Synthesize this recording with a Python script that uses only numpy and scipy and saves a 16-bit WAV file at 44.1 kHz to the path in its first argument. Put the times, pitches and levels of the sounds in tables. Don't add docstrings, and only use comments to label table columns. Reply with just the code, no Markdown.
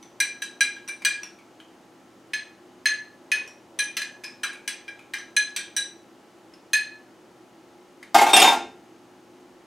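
import sys
import numpy as np
from scipy import signal
from scipy.fft import rfft, irfft
from scipy.io import wavfile

SR = 44100
rng = np.random.default_rng(int(sys.argv[2]) if len(sys.argv) > 2 else 0)


def store_pcm(level_fs):
    pcm = np.round(np.clip(level_fs, -1, 1) * 32767).astype(np.int16)
    wavfile.write(sys.argv[1], SR, np.atleast_2d(pcm).T)


N = 426006
AGE = np.arange(SR * 3 // 5) / SR
BLOW_SAMPLES = SR * 2 // 25

# start_s, blow_db, ring_over_blow_db, hardness_db_per_octave,
# height (-1 foot to 1 rim), lifted (0 deep in the drink to 1 clear of it)
CLINKS = [(0.2021, -31, 1, 1.9, -0.24, 0.14), (0.42, -40.5, -1.5, 1.5, 0.55, 0.04),
          (0.6073, -30.5, 5.5, -0.7, .1, 0.09), (0.7637, -55.5, 4, -12, 0.64, 0),
          (0.885, -46, 1, 2.5, -0.96, 0.02), (1.0494, -28.5, -0.5, 1.3, -.25, 0.3),
          (2.3343, -35.5, 2.5, -4, .2, .9), (2.8568, -28.5, 2, -2.5, 0.74, 0.97),
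          (3.317, -30.5, 1, -2.1, -0.75, 1), (3.7894, -34, 3, 0.8, 0.045, 0.39),
          (3.9684, -32.5, -8.5, 2, .52, 0.53), (4.0176, -41, 0.5, -1.5, 0, 0.56),
          (4.2371, -49, 1.5, -1.5, -0.72, 0.57), (4.4331, -35, -2, 0, 0.16, 0.05),
          (4.6771, -35.5, -7, 3.5, -0.12, 0.35), (4.88, -50, 6, -6, -.65, 0.01),
          (5.1364, -35.5, -5, -1, -0.26, 0), (5.3654, -31.5, 6.5, -0.75, 0.29, 0.55),
          (5.563, -34.5, -8, 4.5, -0.25, .2), (5.7651, -37, 0, 4, 0.9, 0.02),
          (6.7327, -30, 5.5, -1.4, -0.015, 0.97)]


def amp(db):
    return 10 ** (np.asarray(db) / 20)


def unit(x):
    return x / np.sqrt(np.mean(x ** 2) + 1e-20)


def decay(t60_s, t=AGE):
    return np.exp(-np.log(1000) * t / t60_s)


def curve_at(points, hz):
    point_hz, value = np.transpose(points)
    return np.interp(np.log(hz + 1), np.log(point_hz + 1), value)


def add(mix, start_s, sound):
    part = mix[:, round(start_s * SR):][:, :sound.shape[1]]
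    part += sound[:, :part.shape[1]]


def ring(modes, rise_s=0.0018, spot_db=0):
    shares = rng.choice([-1, 1], len(modes)) * amp(spot_db * rng.standard_normal(len(modes)))
    sines = sum(share * amp(db) * decay(t60_s) * np.sin(2 * np.pi * hz * AGE)
                for share, (hz, db, t60_s) in zip(shares, modes))
    return sines * (1 - np.exp(-AGE / rise_s))


def knock(colour, t60_s, grain_db):
    blow = amp(grain_db) * unit(rng.standard_normal(len(AGE)) * decay(t60_s)) / np.sqrt(len(AGE))
    blow[0] += 1
    log_gain = np.log(amp(curve_at(colour, abs(np.fft.fftfreq(2048, 1 / SR)))))
    minimum_phase = np.fft.ifft(np.exp(np.conj(signal.hilbert(log_gain)))).real
    return signal.oaconvolve(blow, minimum_phase)[:len(AGE)]


def microphone_pair(mid, side, width, wide_db=0):
    side_db = wide_db + curve_at(width, np.fft.rfftfreq(len(side), 1 / SR))
    side = irfft(rfft(side) * amp(side_db), len(side))
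    return np.array([mid + side, mid - side])


def kitchen(direct_db, early_db, early_s=0.014, wide_db=0):
    # frequency_hz, t60_s
    reverb_times = [(150, 0.82), (300, 0.87), (600, 0.3), (1500, 0.38), (4000, 0.36), (8000, 0.31),
                    (15000, 0.1)]
    # frequency_hz, side_over_mid_db
    echo_width = [(60, -25), (300, -38), (700, -25), (2000, -19.5), (8000, -14), (15000, -20.5)]
    hz, t, spectra = signal.stft(rng.standard_normal((2, len(AGE))), SR, nperseg=256)
    spectra *= decay(curve_at(reverb_times, hz)[:, None], t)
    tail = signal.istft(spectra, SR, nperseg=256)[1][:, :len(AGE)]
    echoes = rng.standard_normal(tail.shape) * (rng.random(tail.shape) < 2500 / SR)
    early = echoes * np.exp(-AGE / early_s)
    mid, side = (unit(tail) + amp(early_db) * unit(early)) / np.sqrt(len(AGE))
    mid[0] += amp(direct_db)
    return microphone_pair(mid, side, echo_width, wide_db)


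def heard(sound, path, level_db):
    wet = signal.fftconvolve(sound[None], path, axes=1)[:, :len(AGE)]
    return amp(level_db) * wet / np.sqrt(np.mean(wet[:, :BLOW_SAMPLES] ** 2))


def appliance(air_db=-53, hum_db=-1, waver=0.33):
    # frequency_hz, relative_density_db
    air_spectrum = [(20, -37), (62, -21.5), (145, -13.5), (190, -5.5), (285, -6), (330, 3.5), (385, -7),
                    (800, -10), (1200, -15), (4300, -26.5), (6500, -28), (10500, -35), (16000, -42.5)]
    # frequency_hz, side_over_mid_db
    air_width = [(60, -9), (350, -15.5), (800, -11.5), (4400, -8.5), (15000, -16.5)]
    # pitch_hz, level_over_hum_db
    motor_tones = [(204.6, -73.5), (258.4, -63), (360.7, -59.5), (829.0, -67), (1324, -71.5), (2848, -82),
                   (3025, -78.5), (6465, -80.5)]
    mains_tone = (119, -72)
    t, hz = np.arange(N) / SR, np.fft.rfftfreq(N, 1 / SR)
    mid, side = irfft(rfft(rng.standard_normal((2, N))) * amp(curve_at(air_spectrum, hz)), N)
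    out = amp(air_db) * unit(microphone_pair(mid, side, air_width))
    knots_s = np.linspace(0, t[-1], 40)
    for pitch_hz, db in [*motor_tones, mains_tone]:
        swell, drift = (np.interp(t, knots_s, row) for row in rng.standard_normal((2, len(knots_s))))
        tone = np.sin(2 * np.pi * (pitch_hz * t + waver * drift / 2))
        out += amp(hum_db + db) * unit((1 + waver * swell) * tone)
    return out


def stirring(strokes_per_s=2.6, between_strokes_db=-12, settle_db_per_s=5, die_db_per_s=38.5):
    # start_s, end_s, churn_db (before the dips and the calming)
    spells = [(0, 1.15, -58.5), (3.22, 5.948, -51)]
    t, strength = np.arange(N) / SR, np.zeros(N)
    for start_s, end_s, churn_db in spells:
        stroke_db = between_strokes_db * np.cos(np.pi * strokes_per_s * (t - start_s)) ** 2
        calm_db = settle_db_per_s * np.maximum(t - start_s, 0) + die_db_per_s * np.maximum(t - end_s, 0)
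        strength += (t >= start_s) * amp(churn_db + stroke_db - calm_db)
    return strength


def liquid(bubbles_per_s=220, bubble_hz=680, t60_cycles=18, shove_db=-20, lifted_db=-5):
    # frequency_hz, relative_db
    shove_colour = [(60, -29), (300, -13), (550, -4), (1100, -1.5), (1600, -25.5), (4000, -43)]
    room = kitchen(direct_db=-2.5, early_db=-6.5)
    churn = np.zeros(N)
    pitches_hz = bubble_hz * 2 ** np.linspace(-0.7, 0.7, 14)
    for hz in pitches_hz:
        births = (rng.random(N) < bubbles_per_s / len(pitches_hz) / SR) * rng.uniform(0.3, 1, N)
        bubble = ring([(hz, 0, t60_cycles / hz)])[:BLOW_SAMPLES]
        churn += signal.oaconvolve(births, bubble)[:N]
    out = unit(signal.oaconvolve(churn[None], room, axes=1)[:, :N]) * stirring()
    for start_s, blow_db, *_, lifted in CLINKS:
        shove = knock(shove_colour, t60_s=0.034, grain_db=3)
        add(out, start_s, heard(shove, room, blow_db + shove_db + lifted_db * lifted))
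    return out


def touches(ring_t60_s=0.01, ring_db=-1, tick_db=-3, contact_s=0.001):
    # start_s, touch_db, pitch_hz
    grazes = [(0.0265, -54.5, 6000), (0.877, -47, 5880), (1.02, -49, 2330), (1.2321, -42.5, 5670),
              (1.387, -62, 2260), (1.6009, -56, 3090), (3.476, -52.5, 5680), (4.2422, -43, 5190),
              (4.442, -38, 1470), (4.5308, -49, 2340), (4.9916, -56, 2360), (5.185, -52, 6000),
              (6.537, -59.5, 5200), (8.028, -49.5, 2193)]
    # frequency_hz, relative_db
    tick_colour = [(60, -48), (300, -32.5), (1200, 1), (2400, 5), (6000, -6.5), (10000, -6.5),
                   (16000, -25.5)]
    out = np.zeros((2, N))
    for start_s, touch_db, pitch_hz in grazes:
        room = kitchen(direct_db=-2, early_db=-3.5, early_s=0.007)
        tick = knock(tick_colour, t60_s=0.017, grain_db=-4.5) * (1 - np.exp(-AGE / contact_s))
        add(out, start_s, heard(tick, room, touch_db + tick_db))
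        add(out, start_s, heard(ring([(pitch_hz, 0, ring_t60_s)]), room, touch_db + ring_db))
    return out


def sink(thump_db=-12, boom_db=5.5, ring_db=2, crack_db=-1, brighten=0.5, choke_at_s=10, choke_s=0.012):
    # start_s, force_db, angle_deg (0 flat to 90 end-on)
    bounces = [(8.145, -19, 7.8), (8.183, -25.5, 8), (8.213, -22, 8.7), (8.266, -28.5, 12),
               (8.291, -30.5, 22), (8.333, -17.5, 76.4), (8.364, -18.5, 58), (8.398, -24, 80),
               (8.418, -18.5, 68), (8.440, -24, 10), (8.474, -24.5, 7.2), (8.497, -37, 11),
               (8.523, -32, 3.4)]
    # pitch_hz, relative_db, t60_s
    floor_modes = [(75, -21.5, 0.11), (193, -18.5, .3), (249, -11.5, 0.27), (316.3, 0, 0.14), (355, 5, .1),
                   (422, 4.5, 0.11)]
    basin_modes = [(702, -1, .14), (752, -1, .16), (785, 4, .12), (811, 5, .12), (882, 2.5, .13),
                   (930, 2, .12), (1069, -6, .19), (1222, -9, .19), (1394, -9, .22), (1580, -10, .15),
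                   (2158, -5, .1)]
    spoon_modes = [(2424, -13, .25), (2680, -7, .2), (2720, -12, .2), (2800, -15, .2), (3306, -13, .25),
                   (3634, 4, .15), (5200, -7, .16), (6880, -19, .12), (8220, -2.5, .11), (10630, -12, .14),
                   (13020, -16, .06)]
    # frequency_hz, relative_db
    crack_colour = [(20, -45.5), (55, -29), (110, -19.5), (220, -5.5), (400, -3), (520, 5), (780, 14),
                    (1300, 2), (2500, 6), (4200, -1), (6500, -2), (10000, -7.5), (13000, -9), (16000, -19)]
    out = np.zeros((2, N))
    hardest_db = max(force_db for _, force_db, _ in bounces)
    for start_s, force_db, angle_deg in bounces:
        room = kitchen(direct_db=-9, early_db=-3.5, early_s=0.023)
        facing = kitchen(direct_db=2, early_db=3.5, early_s=0.0049)
        thump = ring(floor_modes, rise_s=0.002, spot_db=4)
        add(out, start_s, heard(thump, facing, force_db + thump_db))
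        flat, end_on = np.cos(np.radians(angle_deg)), np.sin(np.radians(angle_deg))
        boom = ring(basin_modes, rise_s=0.0016, spot_db=4.5)
        add(out, start_s, flat * heard(boom, facing, force_db + boom_db))
        tilt_db = brighten * (force_db - hardest_db)
        modes = [(hz, db + tilt_db * np.log2(hz / spoon_modes[0][0]), t60_s)
                 for hz, db, t60_s in spoon_modes]
        free = np.exp(-np.maximum(AGE - max(choke_at_s - start_s, 0), 0) / choke_s)
        spoon = ring(modes, rise_s=0.0006, spot_db=4.5) * free
        add(out, start_s, end_on * heard(spoon, facing, force_db + ring_db))
        crack = knock(crack_colour, t60_s=0.065, grain_db=5.5)
        add(out, start_s, heard(crack, room, force_db + crack_db))
    return out


def glass(twin_split=0.011, twin_db=-3, twin_t60_s=0.066, clack_tilt=0.3, radiate_hz=900):
    # level_db, t60_s
    leaning = [(-47, 0.038), (-15.5, 0.11)]
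    # ratio_to_second_mode, t60_s, relative_db, rim_gain_db
    middle_modes = [(1.003, 0.12, -1, -8.5), (1.669, 0.085, -3.5, 6), (2.514, 0.046, -4, 2.5)]
    # ratio_to_second_mode, relative_db, t60_s
    high_modes = [(3.2, -20, .008), (3.359, -30.5, 0.0067), (3.45, 8.5, 0.0072), (3.95, -5.5, 0.025),
                  (4.06, 7.5, 0.005), (4.58, -10.5, .012), (5.06, -6.5, 0.009)]
    # frequency_hz, relative_db
    clack_colour = [(60, -58), (400, -22), (950, -22), (1350, -5), (1750, 7.5), (1950, 5.5), (2150, 5.5),
                    (2750, 1), (3150, 5), (3600, -1), (5000, -3.5), (7000, -9), (11000, -15),
                    (16000, -18.5)]
    # pitch_hz, level_over_blow_db, t60_s
    handle_mode = (5150, -17.5, .025)
    immersed_hz, lift_rise = np.array([1633, 2362]), 0.0569
    lowest_db, lowest_rim_db = 2, 2
    high_db, high_centre_hz = -7, 9000
    out = np.zeros((2, N))
    for start_s, blow_db, ring_db, hardness, height, lifted in CLINKS:
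        facing = kitchen(direct_db=0.5, early_db=-2, early_s=0.017, wide_db=0.5)
        room = kitchen(direct_db=-7, early_db=-1.5, early_s=0.0077, wide_db=0.5)
        low_hz, second_hz = immersed_hz * (1 + lift_rise * lifted)
        wall_db = blow_db + ring_db
        low_db = wall_db + lowest_db + lowest_rim_db * height
        low_t60_s = np.interp(low_db, *np.transpose(leaning))
        add(out, start_s, heard(ring([(low_hz, 0, low_t60_s)], rise_s=0.004), facing, low_db))
        for ratio, t60_s, db, rim_db in middle_modes:
            hz = second_hz * ratio
            twin_hz = hz * (1 + twin_split * rng.choice([-1, 1]))
            pair = ring([(hz, 0, t60_s), (twin_hz, twin_db, twin_t60_s)], rise_s=0.0011)
            pair_db = wall_db + db + rim_db * height + hardness * np.log2(hz / low_hz)
            add(out, start_s, heard(pair, facing, pair_db))
        modes = [(second_hz * ratio, db, t60_s) for ratio, db, t60_s in high_modes]
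        sparkle_db = wall_db + high_db + hardness * np.log2(high_centre_hz / low_hz)
        add(out, start_s, heard(ring(modes, rise_s=0.0001, spot_db=2.5), room, sparkle_db))
        colour = [(hz, db + clack_tilt * hardness * np.log2(max(hz / low_hz, 1)))
                  for hz, db in clack_colour]
        add(out, start_s, heard(knock(colour, t60_s=0.036, grain_db=-1), room, blow_db))
        add(out, start_s, heard(ring([handle_mode]), room, blow_db + handle_mode[1]))
    return signal.sosfilt(signal.butter(2, radiate_hz, "high", fs=SR, output="sos"), out)


def scene():
    balance = amp([[0.22], [-0.22]])
    return (glass() + liquid() + touches() + sink() + appliance()) * balance


def record(dry):
    rounded = dry / (1 + dry ** 6) ** (1 / 6)
    lowpass = signal.firwin(511, 16000, window=("kaiser", 9), fs=SR)
    return signal.oaconvolve(rounded, lowpass[None], "same")


dry = scene()
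out = record(dry)
store_pcm(out)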